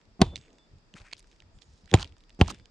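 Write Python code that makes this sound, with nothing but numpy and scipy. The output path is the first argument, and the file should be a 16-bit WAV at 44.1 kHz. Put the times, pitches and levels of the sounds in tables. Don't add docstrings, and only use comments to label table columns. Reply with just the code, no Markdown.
import sys
import numpy as np
from scipy import signal
from scipy.fft import rfft, irfft
from scipy.io import wavfile

SR = 44100
rng = np.random.default_rng(int(sys.argv[2]) if len(sys.argv) > 2 else 0)


def makeup_ratio(level_db):
    decades = np.asarray(level_db, float) / 20
    return 10 ** decades


def wav_record(signal):
    frames = np.transpose(np.atleast_2d(signal))
    bounded = np.clip(frames, -1, 1)
    quanta = np.round(bounded * 32767).astype(np.int16)
    wavfile.write(sys.argv[1], SR, quanta)


N = 119070


def at_hz(points, hz):
    points = np.array(points)
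    return np.interp(np.log(hz), np.log(points[:, 0]), points[:, 1])


def rms_one(x):
    return x / np.sqrt(np.mean(x ** 2) + 1e-20)


def peak_one(x):
    return x / abs(x).max()


def ring(clicks, hz, t60):
    r = makeup_ratio(-60 / (t60 * SR))
    w = 2 * np.pi * hz / SR
    return signal.lfilter([0, np.sin(w)], [1, -2 * r * np.cos(w), r * r], clicks + 1e-18)


def band(x, hz, octaves):
    edges = [hz * 2 ** (-octaves / 2), min(hz * 2 ** (octaves / 2), SR / 2.2)]
    return signal.sosfilt(signal.butter(2, edges, "band", fs=SR, output="sos"), x)


def drift(rate):
    knots = np.arange(0, N + SR, int(SR / rate))
    return rms_one(np.interp(np.arange(N), knots, rng.standard_normal(len(knots))))


def add(out, s, sound, pan_db=0):
    i = int(s * SR)
    n = min(sound.shape[-1], N - i)
    out[:, i:i + n] += sound[..., :n] * makeup_ratio(np.array([[pan_db / 2], [-pan_db / 2]]))


def grains(size):
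    chance, strength, sign = rng.random((3, size))
    hits = chance < 6000 / SR
    return rms_one(hits * makeup_ratio(-2.8 * np.log(strength + 1e-3)) * np.sign(sign - .5))


def hum_and_hiss():
    # frequency in Hz, level in dB per Hz
    spectrum = [(59, -30), (100, -1), (289, -6), (1080, -15), (3940, -22), (5080, -21.5), (6840, -26),
                (10900, -46), (16000, -46.5)]
    # frequency in Hz, likeness (1 = same in both ports)
    likeness = [(60, -0.84), (240, 0.93), (950, 0.27), (3770, -1.1), (15000, -0.074)]
    out, white = 0, rng.standard_normal((2, 2, N))
    for k, hz in enumerate(110 * 2 ** np.arange(0, 7.3, .5)):
        mid, side = band(white[k % 2], hz, 0.36)
        alike = np.clip(at_hz(likeness, hz), 0, 1)
        stereo = np.sqrt(1 + alike) * mid + np.sqrt(1 - alike) * side * [[1], [-1]]
        out = out + makeup_ratio(at_hz(spectrum, hz) + 0.63 * drift(24)) * stereo
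    return makeup_ratio(-68) * rms_one(out)


def insects():
    hz, width_hz = 4850, 700
    chorus = rms_one(band(rng.standard_normal((2, N)), hz, width_hz / hz / np.log(2)))
    return makeup_ratio(-82 + 2 * drift(6.4)) * chorus


def wind():
    mid, side = rng.standard_normal((2, N))
    lumps = rms_one(band(mid + .15 * side * np.array([[1], [-1]]), 65.4 / 2, 0.86))
    return makeup_ratio(-65 + 2.5 * drift(15)) * lumps


def ticks():
    # start in seconds, peak in dB,
    # pitch in Hz
    contacts = [(0.358, -25, 3800), (0.3663, -32, 4330), (0.4129, -49, 3470), (0.584, -50, 3430),
                (0.9396, -38, 3330), (1.0003, -44.5, 2200), (1.017, -45, 2730), (1.115, -43, 2380),
                (1.1285, -29, 3200), (1.1324, -28, 4340), (1.1674, -46, 4480), (1.1942, -41.5, 9000),
                (1.2041, -51, 4720), (1.3145, -51, 3770), (1.4029, -44, 3620), (1.422, -44.5, 1830),
                (1.5872, -49.5, 2906), (1.6199, -43.5, 3340),
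                (1.858, -51, 5200), (1.877, -45, 1980), (1.914, -31, 3450), (2.0194, -32.5, 4070),
                  (2.0282, -21, 3330), (2.045, -34.5, 3350), (2.0753, -46.5, 5100), (2.1232, -51, 3100),
                  (2.1668, -51, 1675), (2.2056, -53, 3620), (2.2375, -52, 3540), (2.2948, -48.5, 5240),
                  (2.304, -44.5, 3316), (2.5453, -41.5, 3430), (2.598, -46.5, 2300), (2.6568, -44.5, 3560),
                (.014, -54.5, 3300), (0.054, -59, 3900), (.2475, -43.5, 2500), (0.2535, -51, 5200),
               (0.266, -46, 4800), (.377, -44, 3200), (.422, -58, 8000), (0.45, -50, 2100),
               (.482, -52, 2200), (.5043, -55.5, 3000), (0.53, -55, 6000), (.5551, -58.5, 2160),
               (0.7849, -59, 5010), (1.111, -46.5, 2500), (1.145, -52, 3500), (1.227, -54, 7500),
               (1.2434, -50.5, 2200), (1.272, -55.5, 6000), (1.322, -57.5, 3600), (1.328, -54.5, 3600),
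               (1.362, -57, 4620), (1.131, -35, 1110), (1.8432, -59, 4830), (1.9513, -28, 5000),
               (1.9553, -36, 6500), (1.963, -32.5, 4000), (1.973, -33, 2600), (1.987, -32.5, 2800),
               (2.053, -42.5, 2500), (2.1819, -54.5, 6500), (2.211, -58.5, 8000), (2.3277, -61, 5500),
               (2.3472, -55.5, 8000), (2.4469, -40, 3000), (2.4512, -49.5, 4000), (2.4601, -41, 2200),
               (2.4715, -45, 3500), (2.5014, -27.5, 3100), (2.523, -41.5, 2600), (2.587, -56, 7000)]
    out, t = np.zeros((2, N)), np.arange(SR // 40) / SR
    for s, db, hz in contacts:
        burst = rng.standard_normal(len(t)) * np.exp(-t / .001)
        tone = ring(burst, hz, 7.0 / hz)
        wide = band(band(burst, np.sqrt(hz * 2400), 2.2), 2600, 3)
        sound = peak_one(tone) + makeup_ratio(-2) * peak_one(wide)
        add(out, s, makeup_ratio(db - 4) * sound, -5 + rng.normal(0, 2.5))
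    return out


def bumps():
    # start in seconds, length in seconds, level in dB, pitch in Hz
    pushes = [(0.047, .1, -66.5, 50), (0.303, .12, -56.5, 110), (0.317, .04, -55, 320),
              (.44, 0.18, -67, 298), (0.701, .09, -57, 60), (0.938, 0.025, -52.5, 132),
              (.99, 0.058, -54.5, 50), (1.098, 0.11, -72, 60), (1.42, 0.098, -60.5, 60),
              (1.523, 0.073, -56, 49.7), (1.646, .13, -59, 55), (1.827, 0.051, -57.5, 50.4),
              (2.027, 0.047, -63, 330), (2.079, 0.082, -57, 58.8), (2.466, 0.097, -52, 202),
              (2.561, 0.078, -58, 58.4)]
    out = np.zeros((2, N))
    for s, length, db, hz in pushes:
        n = int(length * SR)
        mid, side = rng.standard_normal((2, 1, SR // 2))
        noise = band(mid + 0.17 * side * [[1], [-1]], hz, 1.53)
        lump = noise[:, -n:] * np.hanning(n) ** .5
        add(out, s, makeup_ratio(db) * rms_one(lump))
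    return out


def scrapes():
    # start in seconds, length in seconds, level in dB, pitch in Hz, left over right in dB
    strokes = [(0.355, 0.047, -69, 4170, -11), (0.379, 0.13, -73, 2350, -4), (0.951, 0.035, -59.5, 1800, 5),
               (.968, 0.035, -60.5, 3000, 0.5), (0.969, 0.024, -63.5, 6000, 4),
               (0.995, 0.048, -73.5, 1800, 20), (1.034, 0.083, -63.5, 1960, 2.5),
               (1.113, 0.052, -69, 2950, 11), (1.166, 0.039, -66.5, 4130, 4.5),
               (1.61, 0.037, -73.5, 3860, -22), (1.872, 0.18, -67, 2500, -15),
               (1.969, 0.082, -50, 1170, -9.5), (1.989, 0.049, -53.5, 3500, 10),
               (2.012, 0.1, -71.5, 3170, 13), (2.425, 0.15, -61.5, 2560, 7),
               (2.479, 0.005, -48.5, 4650, -10), (2.491, 0.021, -46, 3430, 4.5),
               (2.498, 0.023, -47.5, 1020, -17), (2.507, 0.12, -71, 2500, 5),
               (2.39, 0.043, -58.5, 4500, -6.5), (1.925, 0.044, -58, 4020, -1.5),
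               (.203, .014, -58.5, 2970, -5), (1.179, .03, -64, 9100, 6), (1.214, 0.24, -81, 4930, 3),
               (2.0, .018, -49, 4100, -3), (0.939, 0.14, -65.5, 800, -2), (2.478, 0.013, -43.5, 990, -11.5),
               (2.496, .02, -45, 9500, 4), (1.63, .25, -77, 4700, -4)]
    out = np.zeros((2, N))
    for s, length, db, hz, pan_db in strokes:
        grit = grains(SR // 4)
        sound = rms_one(band(grit, hz, 1.0))
        sound += .6 * rms_one(band(grit, 3000, 2.6))
        sound += makeup_ratio(-14) * rms_one(band(grit, 13000, .7))
        sound *= makeup_ratio(2.5 * drift(250)[:len(grit)])
        n = int(length * SR)
        stroke = np.sin(np.pi * (np.arange(n) / n) ** .75)
        add(out, s, makeup_ratio(db) * sound[:n] * stroke, pan_db)
    return out


def crack(k):
    # frequency in Hz, t60 in seconds, then level in dB in each blow
    steel = [(2695, .007, -4, -5, 1), (3136, 0.0079, -3.5, -0.5, 1), (1907, 0.005, -11, -9.5, -8),
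             (4530, 0.0081, -1.5, -10.5, -21.5), (5634, 0.0034, -7, -11, -21.5),
             (7000, 0.009, -16, 3, -31.5), (8645, 0.0074, -16, -10, -32)]
    t = np.arange(SR // 2) / SR
    burst = rng.standard_normal(len(t)) * np.exp(-t / .0007)
    return sum(makeup_ratio(db[k]) * peak_one(ring(burst, hz, t60)) for hz, t60, *db in steel)


def thud(hz, fall):
    t = np.arange(SR // 2) / SR
    phase = 2 * np.pi * (hz * t + .78 * (1 - np.exp(-t / .0015)))
    return makeup_ratio(-20 * (t / fall) ** 2.1) * np.sin(phase) * (1 - np.exp(-t / .0009))


def boards(k):
    # frequency in Hz, t60 in seconds, then level in dB re the thud in each blow
    planks = [(231.4, 0.039, -15, -16, -15), (362, .03, 2, -6, -9), (540, 0.019, -3, -12.5, -11),
              (740, 0.032, -0.5, -7, -4.5), (1020, 0.025, -12, -12.5, -16.5)]
    push = np.exp(-np.arange(SR // 2) / SR / .0005) / (.0005 * SR)
    return sum(makeup_ratio(db[k]) * ring(push, hz * rng.uniform(1.0, 1.03), t60) for hz, t60, *db in planks)


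def rumble():
    # frequency in Hz, level in dB, t60 in seconds
    rafters = [(55, 9, .33), (110, 5.5, 0.27), (242, -5.5, .3)]
    out, t = 0, np.arange(SR // 2) / SR
    for hz, db, t60 in rafters:
        out = out + makeup_ratio(db - 60 * t / t60) * rms_one(band(rng.standard_normal(len(t)), hz, 1.1))
    return out


def clatter():
    # frequency in Hz, level in dB, t60 in seconds
    shingles = [(370, -3.5, .05), (785, 3, .035), (1750, -13.5, 0.039), (3200, -4.5, 0.031),
                (6000, -17.5, 0.02), (9424, -23, 0.027)]
    out, t = 0, np.arange(SR // 2) / SR
    for hz, db, t60 in shingles:
        grit = grains(len(t)) + makeup_ratio(-9) * grains(len(t)) * [[1], [-1]]
        settle = makeup_ratio(-29 + 2.5 * np.log2(hz / 3000) - 60 * t / 0.29)
        fade = (makeup_ratio(-60 * t / t60) + settle) * (1 - np.exp(-t / 0.00033))
        out = out + makeup_ratio(db) * rms_one(band(grit, hz, 0.77)) * fade
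    return out


def through_ports(x):
    # frequency in Hz, difference in dB
    port_db = [(290, -.5), (640, -1.5), (1100, -2), (3100, -1), (9000, -1.5)]
    # frequency in Hz, phase lead in radians
    port_rad = [(200, 0.028), (500, 0.24), (1000, 0.33), (2000, 0.93), (9000, 1)]
    hz = np.maximum(np.fft.rfftfreq(N, 1 / SR), 1)
    half = makeup_ratio(at_hz(port_db, hz) / 2) * np.exp(.5j * at_hz(port_rad, hz))
    return irfft(rfft(x) * [half, 1 / half], N)


def blows():
    # start in seconds, then crack, clatter and rumble levels in dB
    strikes = [
        (0.216, -10, -15.5, -38.5),
        (1.9395, -15, -15, -39),
        (2.4127, -11.5, -21.5, -39.5),
    ]
    # start in seconds, level in dB, pitch in Hz, seconds to fall 20 dB
    thuds = [
        (0.2173, -6, 140, .013),
        (1.9417, -5.5, 88, .0195),
        (2.4128, -6.5, 84, .021),
    ]
    out = np.zeros((2, N))
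    for k, (s, crack_db, clatter_db, rumble_db) in enumerate(strikes):
        later, thud_db, hz, fall = thuds[k]
        add(out, later, makeup_ratio(thud_db) * thud(hz, fall))
        sound = makeup_ratio(crack_db) * crack(k) + makeup_ratio(thud_db) * boards(k)
        sound = sound + makeup_ratio(rumble_db) * rumble() + makeup_ratio(clatter_db) * clatter()
        add(out, s, sound)
    return through_ports(out)


def head():
    # frequency in Hz, level in dB, t60 in seconds
    modes = [(3512, 0, .9), (3380, -12, .4), (6660, -3, 1.0), (7695, 0, .8)]
    # struck at and damped at in seconds, fade in seconds, low-mode and high-mode levels in dB
    rings = [
        (0.232, 0.363, .006, -53.5, -80),
        (.362, 0.64, .05, -73, -71),
        (0.581, 0.714, .09, -67.5, -86),
        (2.512, 2.668, 0.04, -68.5, -84),
    ]
    out = np.zeros((2, N))
    for s, end, fade, low_db, high_db in rings:
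        t = np.arange(int((end - s) * SR)) / SR
        edge = np.minimum(1, np.minimum(t / 0.012, (t[-1] - t) / fade))
        edge = edge * makeup_ratio(1.7 * drift(70)[:len(t)])
        tone = 0
        for hz, db, t60 in modes:
            level = low_db if hz < SR / 10 else high_db
            tone = tone + makeup_ratio(level + db - 60 * t / t60) * np.sin(2 * np.pi * hz * t)
        add(out, s, edge * tone, pan_db=-1.0)
    return out


def bird():
    # time in seconds, pitch in Hz, level in dB
    glide = [
        (1.528, 6400, -84),
        (1.55, 7050, -75),
        (1.6, 7000, -83),
        (1.66, 6800, -79),
        (1.74, 6900, -92),
    ]
    s, hz, db = np.transpose(glide)
    t = np.arange(N) / SR
    waver = 1 + .005 * drift(90) + .03 * drift(2500)
    phase = 2 * np.pi * np.cumsum(np.interp(t, s, hz) * waver) / SR
    level = makeup_ratio(np.interp(t, s, db, -200, -200) + 4.5 * drift(60))
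    upper = makeup_ratio(-9 + 3.5 * drift(39.0)) * np.sin(1.18 * phase)
    return level * (np.sin(phase) + upper) * makeup_ratio(np.array([[-3.], [3.]]))


def scene():
    background = hum_and_hiss() + insects() + wind()
    return background + ticks() + bumps() + scrapes() + blows() + head() + bird()


def roll_off(x):
    return signal.sosfilt(signal.butter(12, 16450, fs=SR, output="sos"), x)


def record(dry):
    # shift in seconds (negative = early), level in dB
    smear = [(-.022, -29.5), (-.0108, -19), (0.0134, -33.5)]
    lows = signal.sosfilt(signal.butter(2, 834, fs=SR, output="sos"), dry)
    x = dry + sum(makeup_ratio(db) * np.roll(lows, int(s * SR), axis=1) for s, db in smear)
    x = 0.81 * np.tanh(x / 0.64)
    x = signal.sosfilt(signal.butter(1, 28, "high", fs=SR, output="sos"), x)
    droop = signal.sosfilt(signal.butter(5, 9000, fs=SR, output="sos"), x)
    return roll_off(droop + makeup_ratio(-30.5) * x)


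dry = scene()
out = record(dry)
wav_record(out)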